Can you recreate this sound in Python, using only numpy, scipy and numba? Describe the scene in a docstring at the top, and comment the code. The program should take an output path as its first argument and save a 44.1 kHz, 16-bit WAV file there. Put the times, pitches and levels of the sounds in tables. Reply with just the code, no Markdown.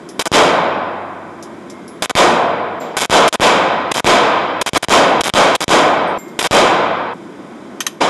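"""Indoor shooting range: handgun shots close to a phone's microphone, one distant shot from another lane,
and a hall tail already dying away when it comes in. Each blast is coloured noise that decays into the hall's
roar, while a slow pressure swing pins the capsule: only crackle gets through, then the roar bursts in and
dies away under gain control. Decaying sines make brass cases ring, snaps of resonant noise are a rifle's
action, steady noise is the ventilation. At three moments whatever still rings stops short."""
import sys
import numpy as np
from scipy import signal
from scipy.fft import rfft, irfft, next_fast_len
from scipy.io import wavfile
from scipy.ndimage import uniform_filter1d
from numba import njit

SR = 44100
rng = np.random.default_rng(int(sys.argv[2]) if len(sys.argv) > 2 else 0)


def generate_wav(signal):
    """Clip the signal to [-1, 1] and save it as 16-bit WAV at the path in sys.argv[1]."""
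    frames = np.transpose(np.atleast_2d(signal))
    scaled = np.clip(frames, -1, 1) * 32767
    pcm = np.round(scaled).astype(np.int16)
    wavfile.write(sys.argv[1], SR, pcm)


N = 356769

# All levels are relative and apply ahead of the microphone and its gain control.
# close shots: (time [s], blast level [dB], hall treble tilt [dB per octave], age at first choke [s],
# length of first choke [s], age at which the capsule comes free [s])
SHOTS = [(0.1935, 30.5, 0, .035, .026, .1238), (2.0225, 30.5, -0.5, 0.038, 0.035, 0.13),
         (2.968, 32.5, 1, 0.029, 0.00074, 0.13), (3.278, 29, 1.5, 0.013, 0.035, 0.12),
         (3.915, 30, 2, 0.0078, 0.016, 0.13), (4.6135, 30, -1.5, 0.014, .031, 0.12),
         (4.772, 31, 0.56, 0.0075, 0.045, .113), (5.208, 30.5, 1, 0.0094, 0.016, 0.13),
         (5.5505, 32, 0.14, 0.013, 0.039, 0.13), (6.3905, 30, 1, 0.015, 0, 0.12)]
# a hall tail already dying away when it comes in, then a distant shot from another lane:
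# (time [s], blast level [dB], hall level [dB], treble tilt [dB per octave])
FAR_SOUNDS = [(2.80, -50, -17, -3.5), (8.004, -9, -15.5, -0.1)]
# the hall's roar at ROAR_AGE_S after a shot, before bass lift and resonances: (frequency [Hz], density [dB per Hz])
ROAR = [(29, -69), (50, -50), (87, -10), (120, -9.5), (172, -4), (238, -5.5), (313, -2.5), (394, -5),
        (484, -1), (1010, -2.5), (1110, -3.5), (2640, -16), (6760, -40.5), (11200, -71), (12000, -78),
        (15600, -87), (22000, -120)]
# decay of the hall, before brighter shots stretch it: (frequency [Hz], time to fall 60 dB [s])
HALL_T60 = [(60, 1.4), (150, 1.67), (400, 1.34), (900, 1.623), (2000, 1.58), (4000, 0.87), (7000, 0.67),
            (11000, 0.49)]
# resonances of hall and booth: (frequency [Hz], width [Hz], level [dB])
BOOTH_MODES = [(74.5, 90, -13), (364, 18, 3), (400, 40, -2), (478, 23, 1), (687, 150, 3), (864, 37, 2.5),
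               (1021, 40, 4), (2250, 900, 1.5), (4100, 20, 2)]
# slow pressure behind every shot, outside the chokes: (age [s], pressure [rms of the roar])
PRESSURE = [(0, .3), (.012, 1.3), (.03, 1.5), (.06, 1.25), (.095, 1.9)]
# the hall's lowest standing wave: (frequency [Hz], level [dB], time to fall 60 dB [s])
STANDING_WAVES = [(97.5, -13, 2.9)]
# the rifle's action: (time [s], level [dB], time to fall 60 dB [s])
CLACKS = [(7.8048, -16.5, .07), (7.8661, -12.5, 0.044)]
# smooth spectrum of the clacks: (frequency [Hz], density [dB per Hz])
CLACK_COLOUR = [(410, -47), (700, -19), (1070, -3.5), (2090, -8.5), (2530, -0.5), (2780, -1), (3090, -4),
                (3440, -5), (6240, -7.5), (7460, -11), (12000, -14), (15600, -45), (22000, -120)]
# resonances of the action's steel: (frequency [Hz], width [Hz], level [dB])
ACTION_MODES = [(1110, 150, 5), (1800, 150, 12), (2200, 150, -1), (3100, 150, 6), (4600, 150, 2),
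                (5860, 150, 4), (6250, 260, 12), (11400, 250, 8)]
# bouncing cases: (time [s], size, tick level [dB], ring level [dB])
CASES = [(0.089, "small", -35.5, -40), (0.53, "small", -50, -46), (1.426, "small", -33.5, -45),
         (1.699, "small", -36.5, -46), (1.879, "small", -42.5, -36.5), (2.801, "large", -58, -35),
         (6.076, "medium", -56, -37), (6.186, "large", -48, -36), (6.281, "large", -48, -50)]
# modes of each size of case, relative to its ring level: (frequency [Hz], level [dB])
CASE_MODES = {"small": [(10990, 1), (5300, -12)], "medium": [(8446, 1), (11230, -5)],
              "large": [(7340, -0.5), (11880, -6.5)]}
# a struck steel part: (time [s], level [dB])
STEEL = [(1.70, -46), (6.18, -42)]
# ventilation spectrum, before its added bass: (frequency [Hz], density [dB per Hz])
AIR = [(18, -50), (30, -30), (108, -15.5), (207, 0.5), (341, -3), (523, -9), (578, -8), (742, -12),
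       (1460, -16.5), (2130, -21), (2600, -28), (4630, -32), (7090, -36.5), (10900, -44.5), (12000, -47),
       (15600, -68), (22000, -120)]
# level of the steady background noise, before its added bass; it sits lower after the clacks:
# (time [s], level [dB])
BACKGROUND_LEVEL = [(0, -35.5), (7.75, -35), (7.95, -38.5)]
# pitches at which the ventilation drones: (frequency [Hz], width [Hz], level [dB])
FAN_MODES = [(248, 6.7, 1), (338, 29, 7.5), (1060, 91, 3)]
# moments at which ringing stops short: (time [s])
CUTS = [2.80, 6.178, 7.137]

T = np.arange(N) / SR
FREQ = np.maximum(np.fft.rfftfreq(next_fast_len(N), 1 / SR), 1)  # Hz
ROAR_AGE_S = 0.4
HALL_DB = -20  # hall against blast
STRETCH_PER_TREBLE = 0.035  # share of the hall's decay time per dB of treble tilt
TILT_FROM_HZ = 750
FRONT_DB, FRONT_T60 = 11, 0.0025  # shock front: level against blast, decay [s]
LAST_CHOKE_S = 0.037  # choke just before the capsule comes free
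CASE_T60 = 0.27  # s
STEEL_HZ, STEEL_T60 = 2125, 1.3  # Hz, s
DROOP_HZ = 312  # the microphone loses bass below this
CEILING = 0.76  # amplitude at which output peaks are rounded
TOP_HZ = 11900  # upper limit of the microphone chain


def undb(db):
    """Decibels to gain."""
    return 10 ** (np.asarray(db) / 20)


def along(points, hz):
    """Read (frequency [Hz], value) points on a log-frequency axis."""
    f, value = np.transpose(points)
    return np.interp(np.log(hz), np.log(f), value)


def colour(points, peaks, hz):
    """Gain of a smooth spectrum with resonances on top."""
    resonances = sum(db / (1 + (2 * (hz - f) / width) ** 2) for f, width, db in peaks)
    return undb(along(points, hz) + resonances)


def noise(gain):
    """Noise of rms 1 with the given gain per frequency."""
    spectrum = rfft(rng.standard_normal(next_fast_len(N)))
    x = irfft(spectrum * gain)[:N]
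    return x / x.std()


def fade(age, t60):
    """Exponential fall of 60 dB in t60 seconds."""
    return np.exp(-np.log(1000) * age / t60)


def span(s, length):
    """Samples and ages [s] of a sound from s on, ending no later than the next cut."""
    end = min([s + length, N / SR] + [cut for cut in CUTS if cut > s])
    i = np.arange(int(s * SR), min(int(end * SR), N))
    return i, (i - i[0]) / SR


def bass_lift():
    """The air holds more bass than the microphone lets through."""
    return np.hypot(1, DROOP_HZ / np.maximum(FREQ, 60))


def gunfire(blast_t60=0.42, blast_tilt_db=1.0, far_rise_s=0.011, far_t60=0.46, build_cycles=1.9):
    """Dense early reflections around the booth, then the hall's long roar, whose treble dies first."""
    centres = 47 * 2. ** np.arange(9)  # octave bands, Hz
    # run the roar's decay backwards to find its spectrum at the shot
    at_onset = bass_lift() * colour(ROAR, BOOTH_MODES, FREQ) / fade(ROAR_AGE_S, along(HALL_T60, FREQ))
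    spectrum = rfft(noise(at_onset), next_fast_len(N))
    out = np.zeros(N)
    for hz, weights in zip(centres, np.eye(len(centres))):
        # neighbouring bands cross over linearly in log frequency
        band = irfft(spectrum * np.interp(np.log(FREQ), np.log(centres), weights))[:N]
        octaves = np.log2(hz / TILT_FROM_HZ)
        t60 = along(HALL_T60, hz)
        power = np.zeros(N)
        for s, blast_db, treble_db, *_ in SHOTS:
            i, age = span(s, 2.3)
            blast = undb(blast_db + blast_tilt_db * octaves) * fade(age, blast_t60)
            hall_db = blast_db + HALL_DB + treble_db * np.clip(octaves, 0, 2)
            # brighter shots ring longer
            hall = undb(hall_db) * fade(age, t60 * (1 + STRETCH_PER_TREBLE * treble_db))
            # low notes take longer to build up, so the first instant is all crack
            build = 1 - np.exp(-age * hz / build_cycles)
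            power[i] += (blast ** 2 + hall ** 2) * build ** 2
        for s, blast_db, hall_db, tilt_db in FAR_SOUNDS:
            # the partitions block the far shot's direct sound, so it swells in; the tail gets the same short rise
            i, age = span(s, 2)
            swell = undb(tilt_db * max(octaves, 0)) * np.minimum(age / far_rise_s, 1)
            blast = undb(blast_db) * fade(age, far_t60)
            hall = undb(hall_db) * fade(age, t60)
            power[i] += swell ** 2 * (blast ** 2 + hall ** 2)
        out += band * np.sqrt(power)
    return out


def shock_fronts():
    """The sharp pressure front from the muzzle, ahead of all reflections."""
    out = np.zeros(N)
    for s, blast_db, *_ in SHOTS:
        i, age = span(s, 0.02)
        out[i] -= undb(blast_db + FRONT_DB) * fade(age, FRONT_T60)
    return out


def pressure_swing(pinned=5.24, rebound=2.88, settle_s=0.036, ease_s=0.003):
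    """Slow pressure [rms of the roar]: one-way push with choking crests, then a flip that settles."""
    swing = np.zeros(N)
    for s, _, _, choke, choke_s, free in SHOTS:
        i, age = span(s, 1)
        first_crest = (age > choke) & (age < choke + choke_s)
        last_crest = age > free - LAST_CHOKE_S
        # between the crests the push is low enough for the roar's peaks to crackle through
        push = np.where(first_crest | last_crest, pinned, np.interp(age, *np.transpose(PRESSURE)))
        swing[i] = np.where(age < free, -push, rebound * np.exp(-(age - free) / settle_s))
    return uniform_filter1d(swing, int(ease_s * SR))


def standing_wave():
    """A low room mode hums on, started afresh by every close shot."""
    out = np.zeros(N)
    for s, *_ in SHOTS:
        i, age = span(s, 2)
        for hz, db, t60 in STANDING_WAVES:
            out[i] = undb(db) * np.sin(2 * np.pi * hz * age) * fade(age, t60)
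    return out


def rifle(room_db=-26, room_t60=0.3):
    """Steel parts snap together as resonant noise, with a faint answer from the booth."""
    out = np.zeros(N)
    metal = noise(colour(CLACK_COLOUR, ACTION_MODES, FREQ))
    for s, db, t60 in CLACKS:
        i, age = span(s, 0.5)
        decay = fade(age, t60) + undb(room_db) * fade(age, room_t60)
        out[i] += undb(db) * metal[i] * decay
    return out


def brass(tick_hz=5500, tick_width_hz=1600, tick_t60=0.11):
    """Spent cases tick on the concrete and ring in their modes; a steel part sings lower."""
    out = np.zeros(N)
    detuning = (FREQ / tick_hz - tick_hz / FREQ) * tick_hz / tick_width_hz
    tick = noise(1 / np.hypot(1, detuning))
    for s, size, tick_db, ring_db in CASES:
        i, age = span(s, 0.76)
        ring = sum(undb(ring_db + db) * np.sin(2 * np.pi * hz * age) for hz, db in CASE_MODES[size])
        out[i] += undb(tick_db) * tick[i] * fade(age, tick_t60) + ring * fade(age, CASE_T60)
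    for s, db in STEEL:
        i, age = span(s, 1)
        out[i] += undb(db) * np.sin(2 * np.pi * STEEL_HZ * age) * fade(age, STEEL_T60)
    return out


def ventilation(rumble_db=6, rumble_hz=70):
    """Air rushing through ducts that drone at a few pitches."""
    heard = colour(AIR, FAN_MODES, FREQ)
    air = heard * bass_lift() * undb(rumble_db / (1 + (FREQ / rumble_hz) ** 4))
    # the added bass comes on top of the set level
    added = np.sqrt(np.mean(air ** 2) / np.mean(heard ** 2))
    return noise(air) * added * undb(np.interp(T, *np.transpose(BACKGROUND_LEVEL)))


def scene():
    """Sound pressure at the phone, all sources together."""
    # the roar dips to nothing at each cut, within a few milliseconds
    to_cut_s = np.min(np.abs(T[:, None] - CUTS), axis=1)
    roar = gunfire() * np.clip(to_cut_s / 0.0025, 0, 1)
    # running rms of the roar scales the slow pressure
    strength = np.sqrt(np.abs(signal.lfilter(*signal.butter(1, 45, fs=SR), roar ** 2)))
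    shots = shock_fronts() + roar + strength * pressure_swing() + standing_wave()
    return (shots + rifle() + brass() + ventilation())[None]


def microphone(x, rail_db=10, knee=2.53, leak_db=-56, coupling_hz=85, coupling_width=1.58):
    """The capsule saturates; its coupling blocks steady pressure, so a pinned capsule is nearly silent."""
    held = x / (1 + np.abs(x / undb(rail_db)) ** knee) ** (1 / knee)
    w = 2 * np.pi * coupling_hz
    coupling = signal.bilinear([1, 0, 0], [1, coupling_width * w, w * w], SR)
    droop = signal.butter(1, DROOP_HZ, "high", fs=SR)
    coupled = signal.lfilter(*coupling, held + undb(leak_db) * x)
    return signal.lfilter(*droop, coupled)


def fizz(x, fizz_db=-9, fizz_t60=0.017):
    """A short fizz of decaying noise follows every spike."""
    age = np.arange(SR // 40) / SR
    hiss = signal.lfilter(*signal.butter(2, 900, "high", fs=SR), rng.standard_normal(len(age)))
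    tail = hiss * fade(age, fizz_t60)
    return x + signal.fftconvolve(x, undb(fizz_db) * tail / np.linalg.norm(tail))[:N]


@njit
def envelope(x, rise, keep):
    """Charges on peaks and leaks away between them."""
    out, e = np.empty(len(x)), 1e-9
    for i in range(len(x)):
        e = e + (x[i] - e) * rise if x[i] > e else e * keep
        out[i] = e
    return out


def follow(x, attack_s, release_s):
    """Peak envelope of a signal."""
    return envelope(np.abs(x), 1 - np.exp(-1 / (attack_s * SR)), np.exp(-1 / (release_s * SR)))


def gain_control(x, slow_top_db=-3.5, slow_attack_s=0.01, slow_release_s=0.95,
                 top_db=-2.0, attack_s=0.00004, release_s=0.02):
    """A slow stage ducks after loud sound and creeps back; a fast limiter holds the peaks."""
    x = x / np.maximum(follow(x, slow_attack_s, slow_release_s) / undb(slow_top_db), 1)
    return x / np.maximum(follow(x, attack_s, release_s) / undb(top_db), 1)


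def record(dry, makeup_db=3.0, overload_db=24, overload_slope=0.42, overload_release_s=0.031):
    """Overloaded microphone, gain control, rounded peaks and a cut top."""
    # the gain starts from rest again at the last two cuts
    parts = np.split(fizz(microphone(dry[0])), [int(s * SR) for s in CUTS[1:]])
    x = undb(makeup_db) * np.concatenate([gain_control(part) for part in parts])
    # the heaviest overload pulls the gain down further, so the roar blooms as it lets go
    overload = follow(dry[0], 0.000049, overload_release_s) / undb(overload_db)
    x = x / np.maximum(overload, 1) ** overload_slope
    rounded = x / np.sqrt(np.hypot(1, np.square(x / CEILING)))
    low_pass = signal.ellip(8, 0.2, 70, TOP_HZ, fs=SR, output="sos")
    return signal.sosfilt(low_pass, rounded)[None]


dry = scene()
out = record(dry)
generate_wav(out)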